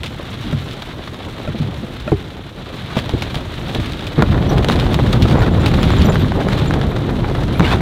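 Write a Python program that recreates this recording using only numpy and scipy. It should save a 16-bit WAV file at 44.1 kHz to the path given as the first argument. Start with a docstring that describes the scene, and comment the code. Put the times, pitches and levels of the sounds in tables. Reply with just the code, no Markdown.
"""Tent in a night storm

Wind buffets the walls as lumpy low noise and rain patters on them as brighter noise with clicks.
Loose cloth slaps and drags in bursts of coloured noise. A pole knocks, the taut wall thumps like a drum,
metal parts clink and cords squeak, all as short dying sines; zip pulls jingle more loudly in stronger wind.
One microphone hears it all, with rounded peaks and a limited treble."""
import sys
import numpy as np
from scipy import signal
from scipy.io import wavfile
from scipy.ndimage import uniform_filter1d

SR = 44100
rng = np.random.default_rng(int(sys.argv[2]) if len(sys.argv) > 2 else 0)


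def digitize_waveform(pressure):
    """Quantize a signal to 16-bit integers and store it at the path in sys.argv[1].

    Rows of a 2-D input are taken as channels; values are limited to [-1, 1].
    """
    field = np.atleast_2d(pressure).T
    bounded = np.clip(field, -1, 1)
    quanta = np.round(bounded * 32767).astype(np.int16)
    wavfile.write(sys.argv[1], SR, quanta)


N = 344417

# Colours of moving cloth, its body, crack and fizz: (frequency [Hz], level [dB per Hz])
BODY_COLOUR = [(150, -25.5), (350, 2), (700, 2), (1400, 0), (2400, -8.5), (5000, -61)]
CRACK_COLOUR = [(900, 5.5), (2000, 23), (3700, 28), (5000, 16), (7000, -7), (16000, -58)]
FIZZ_COLOUR = [(3500, -36), (5500, -2.5), (10000, -12), (16000, -18)]


def amp(db):
    """Decibels to gain."""
    return 10 ** (np.asarray(db) / 20)


def evened(x):
    """Scaled to rms 1."""
    return x / np.sqrt(np.mean(x ** 2) + 1e-20)


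def add(mix, s, sound):
    """Mixes a sound in at s seconds."""
    part = mix[max(round(s * SR), 0):][:len(sound)]
    part += sound[:len(part)]


def coloured(x, points):
    """Causal minimum-phase filter with the given spectrum; white noise keeps its level."""
    f, db = np.transpose(points)
    bins_hz = abs(np.fft.fftfreq(8192, 1 / SR))
    gain_db = np.interp(np.log(bins_hz + 1), np.log(f + 1), db)
    log_gain = gain_db * np.log(10) / 20
    taps = np.fft.ifft(np.exp(np.conj(signal.hilbert(log_gain)))).real[:4096]
    return signal.oaconvolve(x, taps / np.linalg.norm(taps))[:N]


def flicker(seconds, depth_db):
    """Random gain that changes about every so many seconds."""
    size = max(int(seconds * SR), 1)
    smooth = uniform_filter1d(uniform_filter1d(rng.standard_normal(N), size), size)
    return evened(amp(depth_db * evened(smooth)))


def puffs(per_s, spread_db, t30):
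    """Envelope of random small impacts, mostly weak, each falling 30 dB in t30 seconds."""
    draw = rng.random(N)
    size = np.minimum(rng.exponential(1, N), 5)
    impact_power = amp(2 * spread_db * size) * (draw < per_s / SR)
    power_fall = amp(-60 / (t30 * SR))
    return signal.lfilter([1], [1, -power_fall], impact_power) ** .5


def snapping(per_s, spread_db):
    """Tiny creases snap: a dense train of single clicks, mostly weak."""
    sizes = amp(spread_db * np.minimum(rng.exponential(1, N), 4)) * rng.choice([-1, 1], N)
    return evened(sizes * (rng.random(N) < per_s / SR))


def ring(hz, db, t60, slack=0):
    """One dying mode; positive slack makes the pitch start high and sink, negative makes it rise."""
    t = np.arange(SR // 4) / SR
    bent_time = t + slack * (1 - np.exp(-t / 0.017))
    return amp(db - 60 * t / t60) * np.sin(2 * np.pi * hz * bent_time)


def soft_start(rise_s):
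    """Rounded onset for a struck sound."""
    return 1 - np.exp(-np.arange(SR // 4) / SR / rise_s)


def storm_db(s):
    """Levels of buffeting, flapping, rain and spray at s seconds; flaps follow wind, spray follows rain."""
    # Course of the storm: (time [s], wind on the walls [dB], rain on the cloth [dB])
    storm = [(0.0, -29, -38.5), (0.5, -27, -34.5), (0.85, -31.5, -37.5), (1.6, -28, -38), (2.1, -28, -37.5),
             (2.4, -32, -42), (2.81, -30, -36.5), (3.13, -25.5, -35), (3.48, -27, -34.5),
             (3.83, -24.5, -33), (4.14, -26.5, -35.5), (4.3, -14.5, -34), (4.72, -14, -32.5),
             (5.15, -13.5, -31), (5.38, -11, -40.5), (5.62, -12.5, -30.5), (6.0, -9, -29),
             (6.2, -15, -32.5), (6.62, -14.5, -32.5), (6.98, -17.5, -38), (7.31, -16.5, -35.5),
             (7.81, -15.5, -34.5)]
    at, wind, rain = np.transpose(storm)
    wind, rain = np.interp(s, at, wind), np.interp(s, at, rain)
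    flap = -28.5 + 0.8 * (wind + 20)  # dB at a wind of -20 dB, then dB per dB
    spray = -51.5 + (rain + 35)
    return wind, flap, rain, spray


def level(column):
    """One storm layer (1 buffeting, 2 flapping, 3 rain, 4 spray) as gain per sample."""
    return amp(storm_db(np.arange(N) / SR)[column - 1])


def buffeting():
    """Eddies push the walls in lumps; the whole tent heaves slowly below."""
    # Colours of the push and of the heave: (frequency [Hz], level [dB per Hz])
    push_colour = [(26, -36.5), (45, -5.5), (70, -1), (126, -0.5), (242, -8.5), (372, -14), (400, -20.5),
                   (520, -36), (880, -120)]
    heave_colour = [(10, -32), (24, -8), (40, 4), (60, -17), (120, -74)]
    heave_db = -13.5  # re buffeting
    push = level(1)
    slow_push = uniform_filter1d(push, SR // 2)
    heave = amp(heave_db) * slow_push * coloured(rng.standard_normal(N), heave_colour)
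    lumps = rng.standard_normal(N) * flicker(0.028, 1.4)
    return heave + push * coloured(lumps, push_colour)


def cloth():
    """Small flaps, drops and spray share one patter over a smooth far wash; creases crackle on top."""
    # Colours of flapping, rain and spray: (frequency [Hz], level [dB per Hz])
    flap_colour = [(150, -22.5), (250, 0), (354, -1.5), (433, -0.5), (782, -7), (2000, -23.5), (2600, -46),
                   (4400, -120)]
    rain_colour = [(710, -5.5), (1200, 0.5), (2630, -3), (3480, 0.5), (3900, -1), (4780, -13.5),
                   (5500, -23), (7150, -43), (12100, -120)]
    spray_colour = [(3240, -26), (5500, -3), (9360, -10.5), (14000, -13.5), (16000, -21)]
    patter, own_flaps = evened(puffs(43, 1.4, 0.028)), evened(puffs(110, 2.4, 0.076))
    spatter, ticks = evened(puffs(38, 6.1, 0.031)), evened(puffs(96, 3.0, 0.014))
    # the constant in each sum is the steady wash
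    flaps = evened(0.39 + 0.067 * patter + 0.55 * own_flaps) * flicker(0.026, 2.75)
    drops = evened(1.44 + 0.36 * patter + 0.14 * ticks) * flicker(0.013, 1.54)
    spray = evened(1.3 + .5 * patter + 0.21 * spatter + 0.48 * ticks)
    layers = ((2, flaps, .45 * snapping(250, 6.6), flap_colour),
              (3, drops, .3 * snapping(400, 4.3), rain_colour),
              (4, spray, .25 * snapping(200, 5.7), spray_colour))
    out = np.zeros(N)
    for column, shape, crackle, colour in layers:
        out += coloured(level(column) * shape * (rng.standard_normal(N) + crackle), colour)
    return out


def metal():
    """Metal parts clink and faintly jingle, one softly started mode each, under a very fast flicker."""
    # Single clinks: (time [s], part, level [dB])
    strikes = [(4.491, "hook", -30), (4.49, "tab", -44), (4.505, "tab", -39), (5.39, "pull", -35),
               (5.404, "tab", -39), (5.524, "pull", -42), (5.6, "pull", -36), (5.805, "pull", -37),
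               (5.917, "pull", -35), (5.982, "pull", -33), (6.044, "tab", -35), (6.044, "pull", -32),
               (6.05, "hook", -32), (6.062, "tab", -34), (6.074, "tab", -35), (6.095, "pull", -24.5),
               (6.14, "tab", -40), (6.188, "tab", -35), (6.215, "tab", -41), (6.484, "pull", -38),
               (6.484, "ring", -43), (6.674, "pull", -29), (6.688, "pull", -37), (6.898, "tab", -44),
               (7.375, "ring", -48), (7.528, "ring", -42), (7.553, "ring", -40), (7.578, "tab", -38)]
    # Pitch of each metal part: part -> frequency [Hz]
    part_hz = {"hook": 5830, "pull": 7170, "ring": 10950, "tab": 13880}
    jingles_per_s, jingle_db, detune = 14, -25, 0.02  # level re wind; largest pitch offset as a share
    out, rise = np.zeros(N), soft_start(0.0022)
    for s, part, db in strikes:
        add(out, s, rise * ring(part_hz[part], db, 0.074))
    pitches = list(part_hz.values())
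    for when, part, off, used in rng.random((120, 4)):
        if used < jingles_per_s * N / SR / 120:
            s = when * N / SR
            hz = pitches[int(part * len(pitches))] * (1 + detune * (2 * off - 1))
            add(out, s, rise * ring(hz, storm_db(s)[0] + jingle_db, 0.022))
    return out * flicker(.0012, 5.0)


def cord_squeaks():
    """Cords squeak as the wall is dragged tight: single modes gliding upward, roughened by a flicker."""
    # Squeaks: (time [s], final pitch [Hz], level [dB])
    squeaks = [(7.55, 2530, -25), (7.624, 2470, -21), (7.644, 2320, -18), (7.647, 3080, -14),
               (7.65, 4460, -29), (7.669, 1700, -16), (7.712, 2750, -17), (7.712, 1494, -17),
               (7.724, 3850, -20)]
    out, rise = np.zeros(N), soft_start(0.0022)
    for s, hz, db in squeaks:
        add(out, s, rise * ring(hz, db, 0.083, -0.002))
    return out * flicker(.002, 2.0)


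def knocks():
    """A hollow pole rings in its modes."""
    # Blows on the pole: (time [s], level [dB])
    blows = [(0.528, -7), (1.476, -1), (2.078, 2.5)]
    # Modes of the pole: (frequency [Hz], level [dB re blow], t60 [s])
    pole = [(606, -17, 0.067), (1366, -23, 0.059), (1830, -39, 0.2), (2500, -24.5, 0.023)]
    out = np.zeros(N)
    for s, db in blows:
        add(out, s, sum(ring(hz, db + mode_db, t60) for hz, mode_db, t60 in pole))
    return out


def thumps():
    """The taut wall rings briefly in its drum modes, which start high as the stretched skin slackens."""
    # Drum blows: (time [s], overtones [dB], low modes [dB], base pitch [Hz], base t60 [s])
    blows = [(0.527, -34, -17, 136, 0.28), (1.484, -20, -18, 133, 0.11), (1.542, -23, -23, 201, 0.15),
             (1.601, -32, -16.5, 138.4, 0.25), (1.681, -30, -26, 166, 0.13), (1.83, -22, -23, 199, 0.1),
             (2.119, 0, -10.5, 124.6, 0.12), (2.968, -1, -8, 186, 0.047), (3.138, -5.5, -12, 102, 0.098),
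             (3.363, -10, -13.5, 131, 0.046), (3.786, -14, -17, 100.4, 0.17), (4.179, -8, -11, 135.8, 0.21),
             (4.225, -1.5, -4.5, 180, 0.049), (7.598, -7, -7, 160.7, 0.083)]
    # Modes of the wall: (pitch [factor], level [dB re blow], t60 [factor])
    wall = [(.48, -8.5, 3.5), (0.718, -0.5, 1.9), (0.999, 9.5, 0.8), (1.6, 3, 0.64), (2.4, -0.5, 0.55),
            (3.1, -5, 0.87), (5.5, -14, 0.54), (8, -40, 0.27)]
    out, rise = np.zeros(N), soft_start(0.0024)
    for s, over_db, low_db, hz, t60 in blows:
        for factor, mode_db, longer in wall:
            blow_db = over_db if factor > 2 else low_db
            add(out, s, rise * ring(hz * factor, mode_db + blow_db, t60 * longer, 0.0028))
    return out


def drags():
    """Cloth dragged across itself: rough swells of crackle, fizz and body in the colours of a slap."""
    # Swells: (start [s], length [s], crackle [dB], body [dB])
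    swells = [(2.878, 0.067, -38.5, -30.5), (2.96, .045, -29.5, -27), (4.158, 0.095, -39, -23),
              (4.49, .07, -35.5, -38), (4.688, 0.06, -25.5, -24), (5.651, 0.047, -25.5, -21),
              (5.259, 0.1, -27, -23), (5.336, .17, -33.5, -24), (5.987, 0.043, -35, -34),
              (6.502, .06, -33, -27), (6.569, 0.043, -31.5, -29), (7.6, 0.12, -29, -24),
              (7.695, 0.068, -27, -21.5)]
    fizz_db = -13.5  # re crackle
    crack, body = np.zeros(N), np.zeros(N)
    for s, length, crack_db, body_db in swells:
        swell = np.sin(np.pi * np.arange(0, length, 1 / SR) / length)
        add(crack, s, amp(crack_db) * swell)
        add(body, s, amp(body_db) * swell)
    rough = flicker(0.0034, 3.2)
    layers = (crack, CRACK_COLOUR), (crack * amp(fizz_db), FIZZ_COLOUR), (body, BODY_COLOUR)
    return sum(coloured(shape * rough * rng.standard_normal(N), colour) for shape, colour in layers)


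def flutters():
    """Random small slaps whose strength follows the storm: rows of time [s], crack [dB], body [dB]."""
    per_s, spread_db = 22, 2.5
    crack_db, body_db = -2, -2.5  # re rain, re flapping
    when, crack, body, used = rng.random((200, 4)).T
    s = when * N / SR
    _, flap_db, rain_db, _ = storm_db(s)
    rows = np.c_[s, rain_db + crack_db - spread_db * np.log(1 - crack),
                 flap_db + body_db - spread_db * np.log(1 - body)]
    return rows[used < per_s * N / SR / len(s)]


def slaps():
    """Each slap is one snap as the cloth pulls tight, a burst of crackle and a fainter, longer rustle."""
    # Cloth slaps: (time [s], crack [dB], body [dB])
    big_slaps = [(0.0327, -19.5, -20.5), (0.0594, -21.5, -42), (0.7108, -28, -38), (0.7316, -24.5, -39),
                 (0.82, -26.5, -28.5), (1.074, -29.5, -24.5), (2.1172, -34, -16.5), (2.4912, -48, -41),
                 (2.9696, -19.5, -14), (2.9774, -24.5, -24), (2.9888, -23, -28), (3.0926, -25, -24),
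                 (3.221, -20, -19.5), (3.3429, -24, -22), (3.712, -30, -32), (3.747, -23, -27),
                 (3.7983, -25.5, -24), (3.8286, -30, -23), (3.92, -27, -34), (4.0664, -24.5, -34),
                 (4.2221, -8, 3), (4.225, -17, -5), (4.3245, -30, -20), (4.3438, -30, -14),
                 (4.575, -30, -17), (4.581, -17.5, -15), (4.6452, -11, -7), (4.6853, -11, -12),
                 (4.6984, -11, -1.5), (4.7185, -22.5, -23), (4.7571, -21.5, -18), (4.797, -19, -21),
                 (4.942, -14, -15.5), (4.9893, -34, -9), (5.1276, -14, -19), (5.136, -23, -14),
                 (5.2215, -13, -31), (5.31, -30, -17), (5.3544, -28, -18), (5.4183, -22, -11),
                 (5.66, -15, -18), (5.7399, -25, -35), (5.787, -37, -13), (5.8344, -39, -30),
                 (5.904, -15.5, -8), (5.935, -31, -12), (5.984, -34, -27), (6.0154, -17, -26),
                 (6.121, -24, -29), (6.1558, -17.5, -7.5), (6.3195, -27, -11.5), (6.4855, -21, -11),
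                 (6.708, -18, -6), (6.7373, -18, -16), (6.8135, -19, -12), (6.962, -28, -21),
                 (7.02, -33, -32), (7.2434, -46, -14.5), (7.3491, -24, -16), (7.407, -31, -37),
                 (7.432, -28, -42), (7.526, -28, -37), (7.5953, -14, -5), (7.6052, -16, -2),
                 (7.6495, -34, -22), (7.7134, -28, -17), (7.724, -21, -14), (7.7354, -24, -8)]
    t, out = np.arange(SR // 4) / SR, np.zeros(N)
    grain = flicker(0.0013, 3.3)
    s, crack_db, body_db = np.vstack([big_slaps, flutters()]).T
    harder_db, heavier_db = crack_db + 24, np.maximum(body_db + 20, 0)
    fizz_db = -38.5 + 1.05 * harder_db  # a harder crack fizzes more
    # a harder crack lasts slightly longer, a heavy body dies sooner
    base_t60 = 0.053 * np.exp(0.0034 * np.maximum(harder_db, -10) - 0.16 * heavier_db)
    # (colour, levels [dB], snap [dB re burst], decay speed [factor], rustle [dB re burst])
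    layers = ((CRACK_COLOUR, crack_db, 9, 1.1, -12),
              (BODY_COLOUR, body_db, 14, 1.1, -12),
              (FIZZ_COLOUR, fizz_db, 10, 1.2, -10))
    for colour, peak_db, snap_db, speed, rustle_db in layers:
        power, snaps = np.zeros(N), np.zeros(N)
        for start, db, t60 in zip(s, peak_db, base_t60):
            fall_db = 60 * speed * t / t60
            burst = amp(-fall_db) ** 2
            rustle = amp(rustle_db - 0.26 * fall_db) ** 2
            add(power, start, soft_start(.001) * amp(db) ** 2 * (burst + rustle))
            add(snaps, start + 0.001045, amp([db + snap_db]))  # a single-sample click
        crackle = np.sqrt(power) * rng.standard_normal(N) * grain
        out += coloured(snaps + crackle, colour)
    return out


def scene():
    """All sources at one microphone."""
    background = buffeting() + cloth()
    fittings = metal() + cord_squeaks() + knocks()
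    walls = thumps() + drags() + slaps()
    return (background + fittings + walls)[None]


def record(dry):
    """Peaks round off towards full scale; then a steep low-pass limits the treble."""
    edge_hz = 15900
    rounded = dry / (1 + dry ** 6) ** (1 / 6)
    low_pass = signal.firwin(511, edge_hz, window=("kaiser", 9), fs=SR)
    return signal.oaconvolve(rounded, low_pass[None], "same")


dry = scene()
out = record(dry)
digitize_waveform(out)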